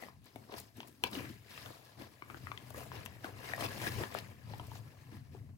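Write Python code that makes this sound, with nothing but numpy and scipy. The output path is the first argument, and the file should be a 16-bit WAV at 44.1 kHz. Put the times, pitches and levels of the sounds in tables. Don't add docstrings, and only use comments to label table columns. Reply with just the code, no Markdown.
import sys
import numpy as np
from scipy import signal
from scipy.fft import rfft, irfft, next_fast_len
from scipy.io import wavfile
from scipy.ndimage import uniform_filter1d, map_coordinates

SR = 44100
rng = np.random.default_rng(int(sys.argv[2]) if len(sys.argv) > 2 else 0)


def log_audio(samples):
    frames = np.atleast_2d(samples).T
    limited = np.clip(frames, -1, 1)
    pcm = np.round(limited * 32767).astype(np.int16)
    wavfile.write(sys.argv[1], SR, pcm)


N = 245637

# coarse_db, fine_db, grit_db, thud_db
CRUNCH_EVENTS = [(0.021, 0, 0.11, -57, 2.5, -3, -3.5, 4.5), (0.26, 0.018, 0.3, -69.5, -1.5, 0, -4, 0),
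                 (.372, 0, 0.42, -74.5, 9, 0, 0.5, 15), (0.535, 0.016, -0.07, -58, 5.5, -2, -24, 5),
                 (0.582, 0.0097, 0.1, -60, 2.5, 3.5, 4, 0.5), (0.776, 0.044, -0.05, -64, -3, -1, -3, 5),
                 (0.834, 0.062, -0.9, -70, 3.5, 0, -17, 9), (0.885, 0, 0.2, -73, -13, -1, 4, 10),
                 (1.062, 0.016, -0.05, -59, 5, 4, -1, 8), (1.125, 0.046, 0.05, -57, 2.5, 0.5, -2.5, 7),
                 (1.174, 0.064, 0.12, -51, -6.5, -10, -11, 2), (1.293, 0, 0.2, -60.5, -8, -1.5, -2.5, 1.5),
                 (1.509, 0.13, -0.8, -58, -7.5, -2, -4, -9.5), (1.663, 0, 0.13, -55, 2.5, -2, -2, -3),
                 (1.732, 0.082, 0.43, -66.5, 4, 1.5, -1, -18),
                 (2.007, 0.013, 0.09, -61.5, 4.5, -2.5, -4, 5),
                 (2.301, 0.077, -1.1, -68, 7.5, -6, -1.5, 8.5), (2.772, 0.019, 0.16, -57, 4.5, -5, 2, 1),
                 (2.938, 0, 0.5, -59, 0.5, -5.5, -7, 1), (3.26, 0.0007, 0.09, -53, 4, -7.5, -8.5, 1),
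                 (3.358, 0.0042, 2.5, -63.5, 2, -19, -16, 1), (3.443, 0.083, 0.01, -52.5, -2, -5, -6, -20),
                 (3.597, 0.065, -0.15, -48.5, 3, -4.5, -4.5, -1.5),
                 (3.83, 0.058, -0.0573, -44, -6.5, -5, -7.5, -2.5),
                 (4.016, 0.016, 0.04, -49, 5.5, -6.5, -8, 6), (4.157, 0.031, 0.1046, -55, 0, -2.5, -8, 4),
                 (4.311, 0.0085, -0.4, -62, -1.5, -9, -20, 3.5), (4.5, 0.15, 0.5, -66, 4, -0.5, -3, 4.5),
                 (4.713, 0.076, -1.54, -64.5, -10, 0, 0, -5),
                 (5.138, 0.033, -0.1, -63.5, 0, -5.5, -10, 6.5), (5.35, 0, 0.23, -73.5, 4.5, -4, -14, 13.5)]
RISE_S = 0.057
# time_s, small_db (small stones)
SHUFFLE_LEVEL = [(0, -79), (.3, -77.5), (1, -76.5), (1.45, -71), (1.9, -73.5), (2.15, -69), (2.45, -62.5),
                 (2.72, -61), (3.1, -68), (3.35, -65), (3.72, -52.5), (3.96, -51), (4.12, -58.5),
                 (4.4, -69.5), (4.95, -69), (5.35, -74), (5.57, -97)]
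# one level_db each for small, coarse, fine, grit, thud
SHUFFLE_BALANCE_DB = [-1, -2.5, -4.5, -4.5, -3.5]

# freq_hz, relative_db
COARSE_COLOUR = [(250, -4), (480, -3.5), (700, -8.5), (1050, -5), (1350, -5.5), (2200, -41)]
SMALL_COLOUR = [(1000, -3), (1450, -3.5), (1700, -0.5), (2100, -3), (2800, -6), (3200, -8.5), (4200, -35)]
FINE_COLOUR = [(2500, -8), (3300, -0.5), (4200, 0.5), (5100, 0), (6000, -2.5), (7500, -26)]
GRIT_COLOUR = [(5000, -8), (6500, 2.5), (8500, -1), (11000, 3), (14800, 2.5), (16000, 1.5)]
# freq_hz, width_hz, gain_db
PIT_MODES = [(684, 42, -2), (1011, 33, -5.5), (1680, 41, -1.5), (2740, 55, -8.5), (3710, 40, -16),
             (5060, 146, -9)]

# start_s, level_db (before a common trim), pitch_hz, other_pitch_hz,
# other_db (relative), ring_ms (to fall to 1/e), chip_db and knock_db (relative, before a boost), left_right_db
CLACK_EVENTS = [(0.024, -38.5, 705, 2020, -3.5, 3.5, -26, -10, 14),
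                (.036, -46, 710, 1910, 2, 3.5, -24, -8, 20), (0.085, -34, 1060, 1900, -8, 1.8, -39, -23, 2),
                (0.359, -37, 690, 2220, -11, 4.3, -18, -0.5, 9),
                (0.4949, -45.5, 720, 960, -2, 5.1, -30, 4, 4), (0.524, -46.5, 745, 410, 4, 7, -5.5, -17, 7),
                (0.54, -36.5, 694, 1030, -5.5, 5.3, -9, -3, 6),
                (0.804, -37.5, 900, 760, -7, 3.1, -3.5, -19, 2.5),
                (0.831, -40, 990, 1510, -12, 2.9, -12, -27, 3),
                (1.038, -25.5, 990, 2706, 1, 5.4, -2, -7, 6.5),
                (1.0397, -32.5, 497, 1690, -10, 6.7, -6, -10, 7),
                (1.131, -39.5, 2960, 3800, 1, 2.8, -8, -12, 3),
                (1.152, -39, 2850, 6530, -11, 4.6, -9, -2, 14),
                (1.172, -38, 290, 470, -4, 9.7, -40, -16, 5),
                (1.205, -35.5, 247, 520, -2, 5.6, -40, -17, 6),
                (1.577, -39, 1230, 2430, 1, 2.4, -17, -16, 12.5),
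                (1.66, -42.5, 1460, 3470, -7, 4.6, -7, -18.5, 5),
                (1.703, -40, 600, 990, -10, 3.4, -23, -2, 13), (2.021, -46, 613, 1050, -12, 3.5, -7, 7, 6),
                (2.222, -35, 1115, 2210, -3.5, 3.5, -21, -8, 8.5),
                (2.3, -35, 1280, 2280, -6, 2.7, -26, -11, 11), (2.308, -46, 1300, 2310, 0, 2.3, -20, 3, 11),
                (2.3445, -33.5, 1460, 810, -4.5, 2, -26, -9, 10),
                (2.47, -34, 1280, 1880, -3.5, 2.9, -42, -31, 15),
                (2.5166, -26.5, 1150, 2200, -7, 2.27, -20.5, -23, 10.5),
                (2.576, -42.5, 2150, 3200, -7, 4.1, -3.5, -34.5, 10),
                (2.705, -41, 640, 1120, -6, 3.1, -13.5, -19.5, 15),
                (2.745, -38.5, 1140, 1740, 1.5, 3.8, -30, -1, 2),
                (2.776, -36.5, 545, 900, -22, 4.9, -42, -33, 8),
                (2.917, -35, 1030, 1680, -4, 3.1, -21, -8, 12),
                (3.061, -41.5, 1060, 1980, 0.5, 2.7, -3, -23, 13),
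                (3.244, -32, 698, 1530, 1.5, 4, -14, -2, 4.5),
                (3.5355, -25, 1830, 690, -6.5, 3.9, -23, -31, 12),
                (3.579, -37, 1140, 594, 2, 4, -12, -18, 9),
                (3.608, -34.5, 670, 3150, -4.5, 4.3, -19, -21, 14),
                (3.623, -33, 825, 1150, 4, 2.4, -19, -1, 1), (3.637, -44, 4950, 2640, 3, 4.6, -23, -25, 12),
                (3.652, -36.5, 640, 2640, 4, 5, -14, -20, 8),
                (3.663, -37.5, 4920, 3430, -3, 3.6, -25, -25, 8),
                (3.817, -43.5, 2480, 3430, 2, 4.9, 0.5, -25, 8),
                (3.868, -26, 1690, 2410, -21, 5.1, -21, -6, 9.5),
                (3.995, -31, 210, 297, -8, 6.6, -45, -13, 1),
                (4.008, -31.5, 350, 1125, -8.5, 12, -32, -13, 2),
                (4.036, -30.5, 960, 1780, 1, 3, -16, -13, 11),
                (4.149, -26, 640, 1270, -4, 2.85, -26, -21, 14.5),
                (4.187, -43.5, 1810, 5150, 0, 4.2, -1, -23, 11),
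                (4.536, -32, 840, 1820, -10, 3, -21, -7.5, 8.5),
                (4.597, -35.5, 966, 720, -5, 6.6, -13, -5, 5),
                (4.716, -37, 935, 714, -13, 5.9, -32, -16, 7),
                (4.755, -40.5, 756, 1060, -3, 4.2, -34, -10, 5),
                (5.348, -42.5, 745, 470, 2, 3.8, -40, 0, 12)]
# pitch_ratio, level_db
STONE_MODES = [(1, -0.5), (1.319, -12.5)]
# freq_hz, relative_db
CHIP_MODES = [(1600, -8), (1950, -8.5), (2300, -3.5), (2600, -8), (2950, -2), (3300, -2), (3750, -6.5),
              (4250, -10.5), (4800, -13.5), (5500, -11)]
CONTACT_CYCLES = 0.42

# start_s, level_db (before a common trim)
CRACK_EVENTS = [(0.243, -53), (0.2567, -51), (0.3589, -47.5), (0.524, -48), (0.582, -37), (.6, -35),
                (0.77, -47), (0.874, -46), (0.883, -47), (1.038, -26), (1.107, -49), (1.1138, -39.5),
                (1.1458, -37), (2.704, -40.5), (2.7417, -47), (2.784, -45), (3.0534, -40), (3.06, -35),
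                (3.245, -45.5), (3.5365, -41), (3.5623, -39), (3.6077, -35), (3.8162, -38), (3.87, -34),
                (4.142, -36.5), (4.187, -40), (4.582, -46.5), (4.6685, -47), (4.776, -54)]
CRACK_LEFT_DB = 7

# freq_hz, relative_db
THUD_COLOUR = [(120, -77), (190, -1.5), (300, -4), (480, -7), (800, -22)]
# freq_hz, relative_db
BOOM_COLOUR = [(30, -20.5), (73, -3), (102, 4), (124, 4.5), (167, -9.5), (220, -13), (290, -13),
               (480, -120)]
# time_s, level_db
BOOM_SWELLS = [(0.0, -69.5), (0.22, -53.5), (0.29, -76), (0.37, -56), (0.46, -66), (0.6, -55), (0.7, -67.5),
               (0.76, -58.5), (0.99, -68), (1.05, -51.5), (1.12, -60), (1.19, -47), (1.5, -65),
               (1.64, -54.5), (1.89, -69.5), (2.02, -57.5), (2.17, -65.5), (2.42, -49.5), (2.59, -59),
               (2.78, -51), (2.82, -59), (2.87, -50.5), (3.5, -58), (3.65, -43), (3.72, -51.5),
               (4.0, -40.5), (4.06, -51.5), (4.42, -56.5), (4.48, -47.5), (4.89, -52.5), (4.92, -60),
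               (5.1, -56), (5.18, -48.5), (5.27, -55.5), (5.37, -49.5), (5.57, -53)]
# freq_hz, t60_s
WALL_DECAY = [(150, 0.083), (1000, 0.25), (4000, 0.12), (12000, 0.007)]
# freq_hz, relative_db
AIR_COLOUR = [(100, -56), (300, -25), (900, -23), (2000, -35), (4400, -10), (9000, -14), (16000, -15)]

# freq_hz, correlation (0 to 1)
PORT_LIKENESS = [(60, 0.98), (130, 0.83), (290, 0.87), (640, 0.27), (1100, 0.096), (1800, 0.19),
                 (4500, 0.014), (8000, 0.92), (15000, 1)]
# freq_hz, left_right_db
PORT_BALANCE = [(60, 0.5), (110, 5), (200, 3.5), (380, 5.5), (700, 9.5), (1290, 5), (2380, 6.5),
                (4400, 3.5), (8120, 4), (15000, 3.5)]
# freq_hz, phase_rad
PORT_LEAD = [(60, 1.2), (125, 0.08), (230, 0.59), (600, 0.32), (1050, 0.9), (1500, 2.03), (3000, 4.38),
             (6500, 5.38)]
HALF_EACH = np.array([[.5], [-.5]])
LOW_HZ, TOP_HZ = 30, 15900


def tread():
    small_db, coarse_db, fine_db, grit_db, _ = effort()
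    slip = sole_slip()
    noise = rng.standard_normal((4, 2, N))
    lumps = grains(count=4000, centre_hz=800, spread=.45, cycles=3, spiky_db=3, size=400)
    pebbles = grains(count=9000, centre_hz=2600, spread=.35, cycles=4, spiky_db=2.5, size=150)
    sand = grains(count=20000, centre_hz=9000, spread=.45, cycles=1.5, spiky_db=2.2, size=32)
    chips = grains(count=12000, centre_hz=4500, spread=.3, cycles=2.5, spiky_db=2.5, size=80)

    coarse = amp(coarse_db + 1.9 * slip) * stereo(lumps + .6 * noise[0], COARSE_COLOUR)
    small = amp(small_db + 1.97 * slip) * stereo(pebbles + .7 * noise[1], SMALL_COLOUR)
    fine = amp(fine_db + 2.8 * slip) * stereo(chips + .6 * noise[3], FINE_COLOUR)
    fizz = patchy(stereo(sand + .6 * noise[2], GRIT_COLOUR), depth_db=2.5)
    grind = filtered(coarse + patchy(small + fine, depth_db=1.64), pit_modes)
    return grind + amp(grit_db + 1.2 * slip) * fizz


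def effort():
    t = np.arange(0, N, 32) / SR
    shuffle_db, = curves(SHUFFLE_LEVEL)
    power = amp(2 * (shuffle_db[::32] + np.array(SHUFFLE_BALANCE_DB)[:, None]))
    for start_s, hold_s, fall_s, small_db, *over_db in CRUNCH_EVENTS:
        rise = (start_s - t) / RISE_S
        fall = (t - start_s - hold_s) / max(fall_s, .02)
        shape_db = -20 * np.maximum(np.maximum(rise, fall), 0)
        power = power + amp(2 * (small_db + shape_db + np.array([0, *over_db])[:, None]))
    return [np.interp(np.arange(N) / SR, t, row) for row in 10 * np.log10(power)]


def sole_slip():
    jolts = (rng.random(N) < 70 / SR) * rng.exponential(size=N)
    jerks = signal.lfilter([1], [1, -np.exp(-1 / (SR * .009))], jolts)
    return .5 * wobble(30) + .75 * np.minimum(unit(jerks - jerks.mean()), 2)


def pit_modes(hz):
    response = 1
    for centre, width, db in PIT_MODES:
        damping = 1j * hz * width
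        response = response + amp(db) * damping / (centre * centre - hz * hz + damping)
    return response


def clacks():
    out, t = np.zeros((2, N + SR)), np.arange(SR // 20) / SR
    for start_s, db, hz, other_hz, other_db, ring_ms, chip_db, knock_db, pan_db in CLACK_EVENTS:
        grip = np.exp(-(1000 * t / ring_ms) ** 1.77)
        ring = grip * (stone(hz, t) + amp(other_db) * stone(other_hz, t))
        chip = amp(chip_db + 9 - 60 * t / 0.008) * chipped_edges(t)
        knock = amp(knock_db + 4 - 60 * t / 0.028) * stone(320 * rng.normal(1, 0.13), t)
        gain = amp(db - 3.5 + pan_db * HALF_EACH)
        out[:, round(start_s * SR):][:, :len(t)] -= gain * (ring + chip + knock)
    return out[:, :N]


def stone(hz, t):
    modes = 0
    for ratio, db in STONE_MODES:
        phase = rng.random() * (ratio > 1.1)
        modes = modes + amp(db) * np.sin(2 * np.pi * (hz * ratio * t + phase))
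    return (1 - np.exp(-(t * hz / CONTACT_CYCLES) ** 2)) * modes


def chipped_edges(t):
    ring = 0
    for edge_hz, db in CHIP_MODES:
        detuned_hz = edge_hz * rng.normal(1, .03)
        ring = ring + amp(db) * np.sin(2 * np.pi * (detuned_hz * t + rng.normal(0, 0.19)))
    return (1 - np.exp(-t / .0001)) * ring


def cracks():
    out, t = np.zeros((2, N + SR)), np.arange(SR // 20) / SR
    for start_s, db in CRACK_EVENTS:
        grit = signal.lfilter([1, -.6, -.4], 1, rng.standard_normal((2, len(t))))
        puff = amp(-12 - 60 * t / 0.019) * (grit[0] + 0.63 * grit)
        out[:, round(start_s * SR):][:, :len(t)] += amp(db + CRACK_LEFT_DB * HALF_EACH) * puff
    return out[:, :N]


def ground():
    thud_db = effort()[-1]
    settling = grains(count=900, centre_hz=283.3, spread=0.323, cycles=2.53, spiky_db=2.5, size=900)
    rumble = stereo(settling + 2.1 * rng.standard_normal((2, N)), THUD_COLOUR)
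    return amp(thud_db + 0.45 * wobble(21.97)) * rumble


def boom():
    boom_db, = curves(BOOM_SWELLS)
    return amp(boom_db) * stereo(rng.standard_normal((2, N)), BOOM_COLOUR)


def walls(x):
    out, step = np.zeros((2, N + SR)), SR // 4
    for start in range(0, N, step):
        hz, t, z = signal.stft(rng.standard_normal((2, SR // 3)), SR, nperseg=256)
        decay = amp(-60 * t / along(WALL_DECAY, hz)[:, None])
        tail = signal.istft(z * decay, SR, nperseg=256)[1]
        wet = signal.fftconvolve(x[None, start:start + step], tail / np.linalg.norm(tail[0]), axes=1)
        out[:, start + 60:][:, :wet.shape[1]] += wet
    return out[:, :N]


def still_air():
    return amp(-80.5) * stereo(rng.standard_normal((2, N)), AIR_COLOUR)


def grains(count, centre_hz, spread, cycles, spiky_db, size):
    out, t = np.zeros((2, N + size)), np.arange(size) / SR
    for side in out:
        when, big = rng.random((2, count))
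        hz = np.clip(centre_hz * np.exp(spread * rng.standard_normal(count)), 100, 16000)[:, None]
        strength = amp(np.minimum(-np.log(big), 5) * spiky_db)[:, None]
        strength = strength * np.sqrt(hz)
        ring = strength * np.sin(2 * np.pi * hz * t) * np.exp(-hz * t / cycles)
        index = (when * N).astype(int)[:, None] + np.arange(size)
        side += np.bincount(index.ravel(), ring.ravel(), N + size)
    return unit(out[:, :N])


def patchy(x, depth_db):
    z = signal.stft(x, nperseg=512)[2]
    field = rng.standard_normal((3, *z.shape[1:]))
    field = uniform_filter1d(field, size=8, axis=1)
    field = uniform_filter1d(field, size=5, axis=2)
    gain = amp(depth_db * unit(field[0] + field[1:]))
    return signal.istft(z * unit(gain), nperseg=512)[1][:, :N]


def stereo(pair, colour):
    def mid_side(hz):
        turn = np.arccos(np.clip(along(PORT_LIKENESS, hz), -1, 1)) / 2
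        return amp(along(colour, hz)) * [np.cos(turn), np.sin(turn)]

    mid, side = filtered(pair, mid_side)
    return unit(np.array([mid + side, mid - side]))


def filtered(x, response):
    m = next_fast_len(N + SR // 2)
    return irfft(rfft(x, m) * response(np.fft.rfftfreq(m, 1 / SR)), m)[..., :N]


def along(points, hz):
    f, v = np.transpose(points)
    return np.interp(np.log(hz + 1), np.log(f + 1), v)


def curves(rows):
    s, *cols = np.transpose(rows)
    return [np.interp(np.arange(N) / SR, s, c) for c in cols]


def wobble(rate):
    knots = rng.standard_normal(int(N * rate / SR) + 4)
    return map_coordinates(knots, [np.arange(N) * rate / SR])


def unit(x):
    return x / np.sqrt(np.mean(x ** 2) + 1e-20)


def amp(db):
    return 10 ** (np.asarray(db) / 20)


def scene():
    stones = clacks() + cracks()
    echo = amp(-12) * walls(stones.mean(axis=0))
    bed = tread() + ground() + boom() + echo + still_air()

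    def balance(hz):
        return amp(along(PORT_BALANCE, hz) * HALF_EACH)

    def lead(hz):
        return np.exp(1j * along(PORT_LEAD, hz) * HALF_EACH)

    return filtered(stones, lead) + filtered(bed, lambda hz: balance(hz) * lead(hz))


def record(dry):
    return filtered(dry, lambda hz: (hz < TOP_HZ) / (1 + (LOW_HZ / (hz + 1)) ** 4))


dry = scene()
out = record(dry)
log_audio(out)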